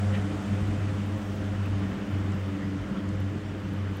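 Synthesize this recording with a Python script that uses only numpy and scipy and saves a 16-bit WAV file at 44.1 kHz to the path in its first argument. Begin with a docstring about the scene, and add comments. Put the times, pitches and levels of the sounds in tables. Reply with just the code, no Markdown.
"""On a calm sea, far behind a twin-propeller seaplane that speeds away at take-off power.
Its two propellers drone at slightly different speeds, and their tones fade and swell in the
moving air. With them come an exhaust roar, the rush of propeller wash and a slowly sinking
hiss of spray. Close by, water laps, tiny droplets tick and foam fizzes."""
import sys
import numpy as np
from scipy import signal
from scipy.fft import rfft, irfft, next_fast_len
from scipy.io import wavfile
from scipy.ndimage import uniform_filter1d, map_coordinates

SR = 44100
rng = np.random.default_rng(int(sys.argv[2]) if len(sys.argv) > 2 else 0)


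def to_wav(sig):
    """Store sig (one row per channel, or 1-D mono) as 16-bit WAV at the path in sys.argv[1].

    Samples outside -1..1 are clipped; the rate is SR.
    """
    pcm = np.clip(np.atleast_2d(sig), -1, 1) * 32767
    pcm = np.round(pcm).astype(np.int16)
    wavfile.write(sys.argv[1], SR, pcm.T)  # frames by channels


N = 176400
MID_S = 2  # the middle of the run


# how often a blade of the clearer propeller sweeps past (t/s, f/Hz)
BLADE_RATE = [(0, 97.76), (1.4, 98.2), (2.4, 96.45), (3.3, 96.78), (4, 95.96)]
# how loud its lowest tone is (t/s, relative level/dB)
DRONE_LEVEL = [(0.0, -29), (0.09, -25.5), (0.44, -40), (0.53, -29), (1.15, -31.5), (1.2, -38.5),
               (1.63, -28.5), (1.85, -31), (2.06, -54.5), (2.14, -27.5), (2.53, -34), (2.58, -43),
               (2.7, -33.5), (2.82, -37.5), (2.93, -69), (3.05, -33), (3.25, -29), (3.33, -35.5),
               (3.72, -39), (3.78, -30.5), (3.94, -32.5), (4.0, -37)]
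# its overtones before the swell (multiple of blade rate, mid-run level/dB, fade/dB per s)
OVERTONES = [(2, -38.5, 1), (3, -43, 0.5), (4, -53.5, 0), (5, -56.5, 1), (6, -61, 2.5), (7, -65.5, 3.5)]
# how they swell together (t/s, added level/dB)
OVERTONE_SWELL = [(0, -1), (.45, .5), (1.05, -4), (1.45, -0.5), (2.35, 2.5), (3.1, 2), (3.4, -3), (4, 0.5)]

def clear_propeller():
    """Each passing blade pushes the air, making a deep drone with clear overtones."""
    cycles = np.cumsum(curve(BLADE_RATE) + 0.38 * wobble(4.995)) / SR
    drone = amp(curve(DRONE_LEVEL) + 0.65) * tone(cycles, scatter=0.036, rate=14)
    overtones = sum(amp(db) * receding(fade) * tone(k * cycles, scatter=0.57, rate=11)
                    for k, db, fade in OVERTONES)
    return drone + amp(curve(OVERTONE_SWELL)) * overtones


# the faster propeller's strongest tone, at twice its blade rate (t/s, level/dB)
OCTAVE_LEVEL = [(0, -34.5), (.18, -38), (.3, -49), (.52, -31), (.68, -38), (.92, -42), (1.12, -35),
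                (1.3, -43.5), (1.5, -36.5), (1.73, -43.5), (2.02, -39), (2.2, -43), (2.6, -44),
                (3.15, -37.5), (3.33, -51), (3.8, -43.5), (4, -43)]
# its other tones before the swell (multiple of blade rate, mid-run level/dB, fade/dB per s)
ROUGH_TONES = [(1, -47.5, 1), (3, -46, 0.2), (4, -52.5, 0.9), (5, -51.5, 1.66), (6, -55.5, 1.9),
               (7, -64.5, 7), (8, -67.5, 4.5)]
# how they swell together (t/s, added level/dB)
ROUGH_SWELL = [(0, 1), (.7, -1), (1.05, -2), (1.45, 1), (1.65, -4), (2.0, 2.5), (2.45, -1), (3.1, 1),
               (3.5, -0.5), (4, 0)]

def rough_propeller(mid_run_hz=104.42, sag_hz_per_s=0.259):
    """The faster propeller's fluttering tones beat against the other's."""
    # the blade rate sinks as the plane gathers speed
    blade_hz = mid_run_hz - sag_hz_per_s * (clock() - MID_S) + 0.587 * wobble(12)
    cycles = np.cumsum(blade_hz) / SR
    octave = amp(curve(OCTAVE_LEVEL)) * tone(2 * cycles, scatter=0.48, rate=16)
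    others = sum(amp(db) * receding(fade) * tone(k * cycles, scatter=1.0, rate=7 * k)
                 for k, db, fade in ROUGH_TONES)
    return octave + amp(curve(ROUGH_SWELL)) * others


# the exhaust's mix of low and high pitches (f/Hz, relative level/dB)
EXHAUST_SPECTRUM = [(20, -23), (32, -18.5), (52, 2.5), (100, 1.5), (165, 3.5), (240, -0.5), (325, -3.5),
                    (365, -8), (520, -16), (900, -39), (2000, -67)]
# how loud it is (t/s, level/dB)
EXHAUST_LEVEL = [(0, -38), (.6, -36.5), (1.25, -39.5), (1.7, -36), (2.1, -39.5), (2.35, -35.5),
                 (2.55, -38.5), (2.85, -36), (3.2, -39), (3.6, -36.5), (4, -40)]

def exhaust():
    """Gas rushing out of the engines makes a low, uneven roar."""
    return amp(curve(EXHAUST_LEVEL) + 0.37 * wobble(14)) * rush(EXHAUST_SPECTRUM, patchy_db=2.5)


# the pitches in the blown air and spray (f/Hz, relative level/dB)
WASH_SPECTRUM = [(200, 0), (450, 1), (700, 3), (920, 1.5), (1100, 2.5), (1380, 2.5), (1560, 0.5),
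                 (1950, -0.5), (2280, -4), (2800, -6), (3060, -4.5), (3300, -9), (3650, -11.5), (4100, -25),
                 (7000, -57)]
# how loud this wash is (t/s, level/dB)
WASH_LEVEL = [(0, -42), (.7, -43), (1.3, -44.5), (1.8, -43.5), (2.3, -44), (2.7, -45), (3.3, -46.5),
              (4, -44.5)]

def propeller_wash():
    """Air and spray thrown back by the propellers make a broad rushing sound."""
    return amp(curve(WASH_LEVEL) + 0.35 * wobble(30)) * rush(WASH_SPECTRUM, patchy_db=0.81)


# the spray's fine hiss (f/Hz, relative level/dB)
HISS_SPECTRUM = [(1500, -27), (3500, 2.5), (4700, 2), (6000, -0.5), (7600, -3.5), (8800, -8), (9300, -8),
                 (9900, -13.5), (12000, -20), (16000, -40)]
# its highest sizzle (f/Hz, relative level/dB)
SIZZLE_SPECTRUM = [(4000, -24), (6500, -4), (7700, -0.5), (8800, -5), (9300, -4.5), (10200, -14),
                   (13000, -35)]

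def spray(mid_run_hiss_db=-58.5, mid_run_sizzle_db=-74.5):
    """Fine spray hisses behind the plane; the highest pitches fade fastest with distance."""
    hiss = amp(mid_run_hiss_db + 0.15 * wobble(8.9)) * rush(HISS_SPECTRUM, patchy_db=1.1)
    sizzle = amp(mid_run_sizzle_db) * rush(SIZZLE_SPECTRUM, patchy_db=1)
    return hiss * receding(db_per_s=1.2) + sizzle * receding(db_per_s=6.5)


# small laps of water (t/s, level/dB, f/Hz, time spread/s, pitch spread/octaves)
LAPS = [(.02, -43, 690, .018, 0.12), (0.135, -37, 520, 0.02, 0.059), (.149, -42, 1930, 0.012, 0.11),
        (.15, -43.5, 2650, .011, 0.41), (0.171, -41, 1800, 0.004, 0.33), (1.66, -52.5, 2600, .014, .08),
        (2.625, -46.5, 1930, 0.014, .15), (2.877, -45, 530, 0.018, 0.22), (2.958, -49.5, 1180, 0.11, .3),
        (2.98, -53.5, 3270, 0.015, .08)]

def lapping():
    """Nearby water laps in short, soft splashes."""
    return sum(amp(db) * burst(s, hz, spread_s, octaves) for s, db, hz, spread_s, octaves in LAPS)


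# ticks of droplets (t/s, level/dB, f/Hz)
TICKS = [(.428, -62, 13000), (.682, -61, 13000), (1.661, -54, 12500), (2.188, -61, 11500),
         (2.322, -50, 6500), (3.091, -51, 6700), (3.204, -58, 12500), (3.691, -61, 13000),
         (3.737, -57, 12500), (3.971, -54.5, 12100)]

def droplets():
    """Each tiny droplet makes one very short, high tick."""
    return sum(amp(db) * burst(s, hz, spread_s=0.00092, octaves=0.29) for s, db, hz in TICKS)


# the pitches in the foam's fizz (f/Hz, relative level/dB)
FIZZ_SPECTRUM = [(4000, -25), (9000, -23), (11000, 8), (16000, 9.5)]
# how loud the foam is (t/s, relative level/dB)
FOAM_LEVEL = [(0, -72), (.9, -73), (1.25, -67), (1.55, -73), (2.3, -71), (2.9, -75), (4, -74)]

def foam(pops_per_s=55, pop_spread_db=3.5, crackle_vs_fizz_db=-4.5):
    """Nearby foam fizzes faintly and crackles as its bubbles burst."""
    pops = (rng.random(N) < pops_per_s / SR) * amp(pop_spread_db * rng.standard_normal(N))
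    pop_shapes = uniform_filter1d(pops, size=60)  # each pop lasts 60 samples
    crackle = unit(pop_shapes * rush(FIZZ_SPECTRUM, patchy_db=3))
    gain = amp(curve(FOAM_LEVEL) + 0.7 * wobble(24.6))
    fizz = rush(FIZZ_SPECTRUM, patchy_db=2.5)
    return gain * (fizz + amp(crackle_vs_fizz_db) * crackle)


def tone(cycles, scatter, rate):
    """One tone: a steady part plus a part scattered by swirling air."""
    flutter = unit(wobble(rate) + 1j * wobble(rate))  # complex, so it shakes both level and phase
    gain = unit(1 + scatter * flutter)
    return np.sqrt(2) * np.real(gain * np.exp(2j * np.pi * (cycles + rng.random())))


def receding(db_per_s):
    """A gain that sinks as the plane draws away, passing 1 at mid-run."""
    return amp(-db_per_s * (clock() - MID_S))


def rush(spectrum, patchy_db):
    """Noise shaped by a spectrum, with random louder and softer patches in pitch and time."""
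    grid = signal.stft(rng.standard_normal(N), nperseg=512)[2]
    patches = uniform_filter1d(rng.standard_normal(grid.shape), size=6, axis=0)  # blur over pitch
    patches = uniform_filter1d(patches, size=8, axis=1)  # blur over time
    noise = signal.istft(grid * amp(patchy_db * unit(patches)), nperseg=512)[1][:N]
    f, db = np.transpose(spectrum)
    return unit(filtered(noise, lambda hz: amp(np.interp(np.log(hz + 1), np.log(f), db))))


def burst(s, hz, spread_s, octaves):
    """A short swell of noise around one pitch, loudest at time s."""
    noise = rng.standard_normal(N)
    band = filtered(noise, lambda f: np.exp(-0.5 * (np.log2((f + 1) / hz) / octaves) ** 2))
    return unit(band) * np.exp(-0.5 * ((clock() - s) / spread_s) ** 2)


def filtered(x, response):
    """Scale each frequency in x by response(hz)."""
    size = next_fast_len(N + 8192)
    return irfft(rfft(x, size) * response(np.fft.rfftfreq(size, 1 / SR)), size)[:N]


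def wobble(rate):
    """A smooth curve through `rate` random points a second."""
    return map_coordinates(rng.standard_normal(4096), [2 + clock() * rate], mode="wrap")


def curve(rows):
    """Join (t/s, value) rows with straight lines."""
    return np.interp(clock(), *np.transpose(rows))


def clock():
    """The time of each sample in seconds."""
    return np.arange(N) / SR


def amp(db):
    """Turn decibels into a gain to multiply by."""
    return 10 ** (np.asarray(db) / 20)


def unit(x):
    """Scale to an average strength (rms) of 1."""
    return x / np.sqrt(np.mean(np.abs(x) ** 2) + 1e-20)


def scene():
    """The far plane and the near water, added into one channel."""
    plane = clear_propeller() + rough_propeller() + exhaust() + propeller_wash() + spray()
    water = lapping() + droplets() + foam()
    return (plane + water)[None]


TOP_HZ = 15800

def record(dry):
    """Cut away the very highest treble, above TOP_HZ."""
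    return filtered(dry[0], lambda hz: hz < TOP_HZ)[None]


dry = scene()
out = record(dry)
to_wav(out)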